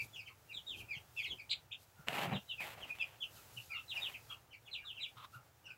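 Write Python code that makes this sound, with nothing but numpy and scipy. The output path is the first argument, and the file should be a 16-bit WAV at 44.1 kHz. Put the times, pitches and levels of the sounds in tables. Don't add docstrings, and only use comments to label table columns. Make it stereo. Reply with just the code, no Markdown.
import sys
import numpy as np
from scipy import signal
from scipy.fft import rfft, irfft, next_fast_len
from scipy.io import wavfile
from scipy.ndimage import map_coordinates

SR = 44100
rng = np.random.default_rng(int(sys.argv[2]) if len(sys.argv) > 2 else 0)


def generate_wav(sig):
    pcm = np.round(np.clip(np.atleast_2d(sig).T, -1, 1) * 32767).astype(np.int16)
    wavfile.write(sys.argv[1], SR, pcm)


N = 254699
TIME = np.arange(N) / SR


def amp(db):
    return 10 ** (np.asarray(db) / 20)


def unit(x):
    return x / np.sqrt(np.mean(x ** 2) + 1e-20)


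def along(points, hz):
    point_hz, values = np.transpose(points)
    return np.interp(np.log(hz + 1), np.log(point_hz + 1), values)


def wobble(rate, size=N):
    knots = rng.standard_normal(int(size * rate / SR) + 4)
    return map_coordinates(knots, [np.arange(size) * rate / SR])


def filtered(x, response):
    size = next_fast_len(N + 8192)
    spectrum = rfft(x, size) * response(np.fft.rfftfreq(size, 1 / SR))
    return irfft(spectrum, size)[..., :N]


def panned(balance_db):
    return unit(amp([[balance_db / 2], [-balance_db / 2]]))


def add(track, s, sound):
    start = round(s * SR)
    part = sound[..., max(-start, 0):N - start]
    first = max(start, 0)
    track[..., first:first + part.shape[-1]] += part


# frequency in Hz, left-right likeness (1 is identical).
LIKENESS = [(60, 0.9), (200, 0.92), (700, 0.53), (3000, 0.078), (10000, 0.33)]


def noise(gain_db, alike=LIKENESS):
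    def turn(hz):
        return np.arccos(np.clip(along(alike, hz), -1, 1)) / 2

    def mid_and_side(hz):
        return amp(gain_db(hz)) * [np.cos(turn(hz)), np.sin(turn(hz))]
    mid, side = filtered(rng.standard_normal((2, N)), mid_and_side)
    return unit(np.array([mid + side, mid - side]))


def swells(rows):
    gain = 0
    for s, length, db in rows:
        gain = gain + amp(db) * np.sin(np.pi * np.clip((TIME - s) / length, 0, 1))
    return gain


# frequency in Hz, relative gain in dB.
COOP_COLOUR = [(15, -54), (25, -18.5), (110, 3), (205, -14.5), (670, -11.5), (878, -9.5), (1090, -16),
               (1180, -13), (1430, -13.5), (1970, -18), (3120, -22), (4300, -25.5), (7180, -27),
               (9410, -30.5), (15700, -26.5)]
# time in seconds, level in dB before hiss_db.
LITTER_LEVEL = [(0, -68.5), (.35, -73.5), (.7, -71), (1.3, -71), (1.7, -76.5), (2.2, -70), (3.1, -71.5),
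                (3.45, -65.5), (3.8, -69), (4.15, -66), (4.5, -76.5), (5.05, -73), (5.78, -77)]


def background(murmur_db=-65, murmur_follows=0.44, hiss_db=6, split_hz=3500, balance_db=-2):
    level_db = np.interp(TIME, *np.transpose(LITTER_LEVEL))
    murmur = noise(lambda hz: along(COOP_COLOUR, hz) - 10 * np.log10(1 + (hz / split_hz) ** 4))
    hiss = noise(lambda hz: along(COOP_COLOUR, hz) - 10 * np.log10(1 + (split_hz / (hz + 1)) ** 4))
    follow_db = murmur_follows * (level_db - level_db.mean())
    murmur = murmur * amp(murmur_db + follow_db + wobble(12))
    hiss = hiss * amp(level_db + hiss_db + 0.64 * wobble(23))
    return panned(balance_db) * (murmur + hiss)


# start in seconds, length in seconds, level in dB.
TREAD_TIMES = [(0, 0.081, -60), (.54, 0.053, -61.5), (.66, 0.16, -61), (.79, 0.073, -60.5),
               (1.27, 0.11, -57), (2.8, 0.061, -62.5)]
# frequency in Hz, relative gain in dB.
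BOARD_COLOUR = [(30, -11), (70, 8), (130, -1.5), (270, -5), (400, -1.5), (600, -12.5), (1050, -10),
                (2000, -62), (5000, -50)]


def treads(uneven_db=2):
    rumble = amp(uneven_db * wobble(50.55)) * noise(lambda hz: along(BOARD_COLOUR, hz))
    return swells(TREAD_TIMES) * unit(rumble)


# start in seconds, length in seconds, level in dB.
SCUFF_TIMES = [(0, 0.076, -58), (.75, 0.084, -59), (1.12, 0.19, -64.5), (1.77, .09, -65),
               (2.86, 0.074, -64), (3.29, 0.15, -61), (3.5, 0.24, -61), (3.95, 0.21, -74),
               (4.2, 0.18, -65.5), (5.3, 0.1, -66.5)]
# frequency in Hz, relative gain in dB.
SHAVING_COLOUR = [(500, -21), (1500, -19.5), (4000, 10.5), (5500, 6), (7500, 6.5), (9500, 1), (12000, 10.5),
                  (16000, -16)]


def shavings(grain_db=2.0, lumps_db=1.43):
    grain = amp(grain_db * wobble(860) + lumps_db * wobble(32))
    return swells(SCUFF_TIMES) * unit(grain * noise(lambda hz: along(SHAVING_COLOUR, hz)))


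# start in seconds, length in seconds, mid-stroke level
# in dB, swell over the stroke in dB, left-right balance in dB, share of the port covered (0-1).
RUB_STROKES = [(2.066, 0.22, -37.5, 5, -15.5, 0.34), (2.24, 0.092, -41, -5, 11.5, 0.79),
               (2.305, 0.099, -40, -19, 15, 0.83), (2.594, 0.16, -45.5, -4.5, -13, 0.11),
               (2.716, 0.23, -55, 5, -21, 0.39), (2.933, 0.29, -59, -7, -20, 0.1),
               (3.927, 0.23, -54, 4.5, -9, 0.01)]
# frequency in Hz, relative gain in dB.
SKIN_COLOUR = [(30, -45), (80, -22), (130, 3), (320, -9.5), (550, -4.5), (780, -0.5), (1000, -5.5),
               (1500, -8.5), (2750, -5.5), (4000, -18.5), (5600, -28.5), (7600, -27), (9300, -31.5),
               (12000, -27), (15700, -32)]
# dB with the port open, dB with the port covered.
PORT_BASS_DB = [-11, 15]
PORT_TREBLE_DB = [14, -17.5]
RUB_RISE_S, RUB_FALL_SHARE = 0.024, 0.24


def finger(grain_db=2, lumps_db=1.23, bass_hz=300, treble_hz=3500):
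    out = np.zeros((2, N))
    alike = [(100, 0.24), (700, 1.0), (3000, 0.33), (9000, 0.76)]  # (Hz, left-right likeness)
    for s, length, db, swell_db, balance_db, covered in RUB_STROKES:
        bass_db = np.interp(covered, [0, 1], PORT_BASS_DB)
        treble_db = np.interp(covered, [0, 1], PORT_TREBLE_DB)

        def colour(hz):
            bass = bass_db / (1 + (hz / bass_hz) ** 4)
            treble = treble_db * hz ** 2 / (hz ** 2 + treble_hz ** 2)
            return along(SKIN_COLOUR, hz) + bass + treble
        grain = amp(grain_db * wobble(400) + lumps_db * wobble(60))
        slips = unit(noise(colour, alike=alike) * grain)
        progress = np.clip((TIME - s) / length, 0, 1)
        landing, lifting = (TIME - s) / RUB_RISE_S, (1 - progress) / RUB_FALL_SHARE
        contact = np.clip(np.minimum(landing, lifting), 0, 1)
        out += panned(balance_db) * contact * amp(db + swell_db * (progress - .5)) * slips
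    return out


# start in seconds, level in dB before the soft onset,
# pitch in Hz, left-right balance in dB.
BODY_BUMPS = [(0.965, -29, 133, -15), (1.993, -32, 144, -12), (2.089, -28, 164, -17),
              (2.331, -14.5, 194, 17), (2.35, -12.5, 131, 13), (2.372, -22, 199, 18)]
# start in seconds, level in dB before the soft onset.
LOW_THUMPS = [(.018, -40), (.799, -51), (3.563, -40), (4.275, -49), (5.353, -40.5)]
# start in seconds, level in dB.
NAIL_CLICKS = [(2.0848, -15.5), (2.894, -50), (2.987, -37)]
# frequency in Hz, relative level in dB, 60 dB decay time in seconds.
CASE_MODES = [(1010, -31, 0.0015), (2480, -21, 0.0032), (2900, -26, 0.008), (7260, -36.5, 0.0031)]
BUMP_T60_S = 0.047
THUMP_HZ, THUMP_T60_S = 121.4, .14


def camera_body(attack=0.015, click_balance_db=-12):
    out, t = np.zeros((2, N)), np.arange(SR // 4) / SR

    def ring(hz, db, t60):
        return amp(db - 60 * t / t60) * np.sin(2 * np.pi * hz * t)
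    soft = 1 - np.exp(-t / attack)
    for s, db, hz, balance_db in BODY_BUMPS:
        add(out, s, panned(balance_db) * ring(hz, db, BUMP_T60_S) * soft)
    for s, db in LOW_THUMPS:
        add(out, s, ring(THUMP_HZ, db, THUMP_T60_S) * soft)
    tick = sum(ring(*mode) for mode in CASE_MODES)
    tick = tick / np.abs(tick).max()
    for s, db in NAIL_CLICKS:
        add(out, s, panned(click_balance_db) * amp(db) * tick)
    return out


def handling(low_hz=60):
    return filtered(finger() + camera_body(), lambda hz: (1j * hz / (low_hz + 1j * hz)) ** 2)


# start in seconds, length in seconds, level in dB.
CHIRR_TIMES = [(5.15, 0.13, -55)]
# frequency in Hz, relative gain in dB.
THROAT_COLOUR = [(750, -22), (1050, 3), (1300, -2), (1800, -14), (2800, -8), (3700, -3), (4400, -19),
                 (7000, -28)]


def chirr(rough_db=3, balance_db=-6):
    rasp = unit(amp(rough_db * wobble(130)) * noise(lambda hz: along(THROAT_COLOUR, hz)))
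    return panned(balance_db) * swells(CHIRR_TIMES) * rasp


# frequency in Hz, 60 dB decay time in seconds.
WALL_DECAY = [(1000, 0.21), (3000, 0.15), (8000, 0.16)]


def coop_echo(wet_db, wall_db, shared=0.45, gap=0.0024, first_s=.004, last_s=.03, count=5):
    hz, t, bins = signal.stft(rng.standard_normal((3, SR // 4)), SR, nperseg=128)
    decay = amp(-60 * t / along(WALL_DECAY, hz)[:, None])
    tails = signal.istft(bins * decay, SR, nperseg=128)[1]
    shared = np.clip(shared, 0, 1)
    tail = np.sqrt(shared) * tails[2] + np.sqrt(1 - shared) * tails[:2]
    tail = tail * (1 - np.exp(-(np.arange(tail.shape[1]) / SR / gap) ** 2))
    echo = amp(wet_db) * tail / np.linalg.norm(tail[0])
    for place, side, size in rng.random((count, 3)):
        delay = SR * (first_s + (last_s - first_s) * place)
        lag = 10 * (side - .5)
        strength = amp(wall_db) * (.5 + size) * (1 - place / 2)
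        echo[[0, 1], [int(delay - lag), int(delay + lag)]] += strength
    echo[:, 0] = 1
    return echo


# frequency in Hz, gain in dB.
VOICE_COLOUR = [(1200, 2.5), (1900, -4), (2450, 2), (3050, -1.5), (3700, -1), (4300, -3), (5000, -19)]
# frequency in Hz, gain in dB.
OVERTONE_COLOUR = [(2500, 2), (4800, 4.5), (5500, -7.5), (6300, -5.5), (7400, 3.5), (8500, -7), (12000, -47)]


def whistle(length, top_hz, end_hz, crest, fall_share, loudest, overtone_db, rough, flutter_db,
            third_db=-13, linger=1.08):
    size = int(length * SR)
    u = np.linspace(0, 1, size)
    crest = np.clip(crest, 0, .8)
    from_crest = np.minimum(np.abs((u - crest) / (fall_share - crest)), 1)
    arch = .5 + .5 * np.cos(np.pi * from_crest ** linger)
    tremble = wobble(700, size=size)
    pitch = (end_hz + (top_hz - end_hz) * arch) * (1 + rough * tremble)
    phase = 2 * np.pi * np.cumsum(pitch) / SR
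    effort = np.sin(np.pi / 2 * np.interp(u, [0, np.clip(loudest, .02, .98), 1], [0, 1, 0]))

    def partial(order, colour):
        return np.sin(order * phase) * amp(along(colour, order * pitch))
    overtones = partial(order=2, colour=OVERTONE_COLOUR) + amp(third_db) * partial(order=3, colour=OVERTONE_COLOUR)
    tone = partial(order=1, colour=VOICE_COLOUR) + amp(overtone_db) * overtones
    return effort * amp(flutter_db * wobble(243.5, size=size)) * tone


# time in seconds, left-right balance in dB.
FLOCK_BALANCE = [(1.8, 0.5), (2.45, -5)]
SIDE_DB_PER_OCTAVE, USUAL_HZ = 5, 3000
ATTACK_S, LATEST_PEAK = .035, 0.85
CREST_S = 0.00954
CHICK_ROUGH, OLDER_ROUGH = .02, .055
FLUTTER_DB = 2.4


def birds(notes, wet_db, wall_db, rough, fall_share, crest_s, far_slope, near_db=-41):
    out = np.zeros((2, N))
    for s, length, top_hz, end_hz, db, overtone_db in notes:
        loudest = min(ATTACK_S / length, LATEST_PEAK)
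        note = whistle(length, top_hz, end_hz, crest_s / length, fall_share, loudest,
                       overtone_db, rough, FLUTTER_DB)
        echo = coop_echo(wet_db + far_slope * (near_db - db), wall_db=wall_db)
        echo = echo / np.linalg.norm(echo[0])
        octaves = np.log2(top_hz / USUAL_HZ)
        balance_db = np.interp(s, *np.transpose(FLOCK_BALANCE)) + SIDE_DB_PER_OCTAVE * octaves
        in_coop = signal.fftconvolve(note[None], echo, axes=1)
        add(out, s, amp(db) * panned(balance_db) * in_coop)
    return out


# start in seconds, length in seconds, top pitch in Hz, pitch it
# falls towards in Hz, relative level in dB, overtone level in dB.
OLDER_NOTES = [(.28, 0.03, 1250, 1010, -66.5, -20), (1.95, 0.13, 1450, 1290, -69.5, -19),
               (3.35, 0.039, 1510, 1200, -65.5, -3), (3.69, 0.12, 1348, 1274, -59, -12),
               (4.295, 0.02, 1440, 1112, -51, -8), (4.822, 0.03, 1626, 1207, -57, -27),
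               (5.155, 0.105, 1237, 1086, -60.5, -23), (5.322, 0.047, 1357, 1225, -51.5, -14.5),
               (5.66, 0.055, 1586, 1408, -59.5, -10)]


def older_birds():
    return birds(OLDER_NOTES, wet_db=-1.5, wall_db=-8, rough=OLDER_ROUGH, fall_share=1.09,
                 crest_s=CREST_S, far_slope=0.4)


# start in seconds, length in seconds, top pitch in Hz, pitch it falls to in Hz,
# relative level in dB, overtone level in dB.
SHARP_SQUEAKS = [(1.492, 0.026, 4830, 2215, -28.5, -22.5), (1.709, .022, 3590, 2430, -41, -28)]


def squeaks():
    return birds(SHARP_SQUEAKS, wet_db=7.5, wall_db=2.5, rough=CHICK_ROUGH, fall_share=0.99,
                 crest_s=.012, far_slope=0.068)


# start in seconds, length in seconds, top pitch in Hz, pitch it falls towards
# in Hz, relative level in dB, overtone level in dB.
CHICK_PEEPS = [(-.032, 0.049, 2724, 2150, -39.5, -18.5), (0.124, 0.049, 3487, 2390, -48, -13.5),
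               (0.144, 0.078, 2950, 2183, -48, -11.5), (0.254, 0.032, 3100, 1990, -49, -18),
               (0.485, 0.043, 2786, 2250, -49, -23), (0.526, 0.072, 3854, 2920, -44, -25.5),
               (0.661, 0.1, 3766, 2360, -40.5, -27.5), (0.767, .052, 3210, 2280, -48.5, -30),
               (0.882, 0.076, 2523, 2000, -42, -21), (0.93, 0.04, 3416, 2560, -48.5, -15),
               (1.159, 0.064, 2720, 2067, -41.5, -21), (1.163, 0.047, 3516, 2660, -49, -17),
               (1.223, 0.043, 3334, 1990, -39, -20.5), (1.249, 0.039, 4300, 3460, -50, -24),
               (1.294, 0.033, 3410, 2840, -40.5, -22), (1.379, 0.029, 2530, 2140, -47.5, -18.5),
               (2.328, 0.048, 3920, 2540, -42, -28), (2.476, 0.064, 3880, 2980, -47.5, -29),
               (2.486, 0.043, 3054, 2590, -41.5, -46), (2.572, 0.069, 2568, 1864, -43.5, -24),
               (2.8, 0.052, 3322, 2420, -48, -18), (2.891, .023, 2513, 2410, -40.5, -38),
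               (2.988, 0.051, 3500, 2550, -42.5, -31), (2.993, .038, 2667, 2457, -36.5, -23),
               (3.201, 0.048, 3400, 2526, -39.5, -25), (3.563, 0.023, 3010, 2570, -41, -21),
               (3.692, 0.066, 2460, 2070, -45.5, -20), (3.732, 0.056, 2857, 2582, -43, -28),
               (3.749, 0.043, 3710, 2580, -48, -31), (3.877, .057, 4010, 2385, -41, -27),
               (3.945, 0.039, 2890, 2390, -38.5, -16), (4.006, 0.077, 3767, 2410, -38.5, -33),
               (4.127, 0.028, 3080, 2120, -45.5, -31), (4.292, 0.036, 3326, 2654, -43, -45),
               (4.505, 0.039, 3070, 2110, -51, -17), (4.644, 0.052, 3510, 2020, -55.5, -20),
               (4.708, 0.06, 4100, 2240, -41.5, -29), (4.776, 0.018, 2456, 2170, -49, -26),
               (4.797, 0.024, 2850, 2730, -53.5, -23), (4.843, 0.087, 3820, 2476, -44.5, -31),
               (4.942, 0.08, 3140, 2023, -46.5, -27), (4.998, 0.073, 3930, 2187, -40.5, -27.5),
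               (5.637, 0.034, 2920, 2555, -50.5, -11), (5.681, 0.029, 2920, 2310, -52, -18)]


def chicks():
    return birds(CHICK_PEEPS, wet_db=1, wall_db=-5, rough=CHICK_ROUGH, fall_share=1.08,
                 crest_s=CREST_S, far_slope=0.48)


def scene():
    around = background() + treads() + shavings()
    calls = amp(4.0) * (older_birds() + squeaks() + chicks())
    return around + handling() + chirr() + calls


def record(dry, top_hz=15800):
    return filtered(dry, lambda hz: hz < top_hz)


dry = scene()
out = record(dry)
generate_wav(out)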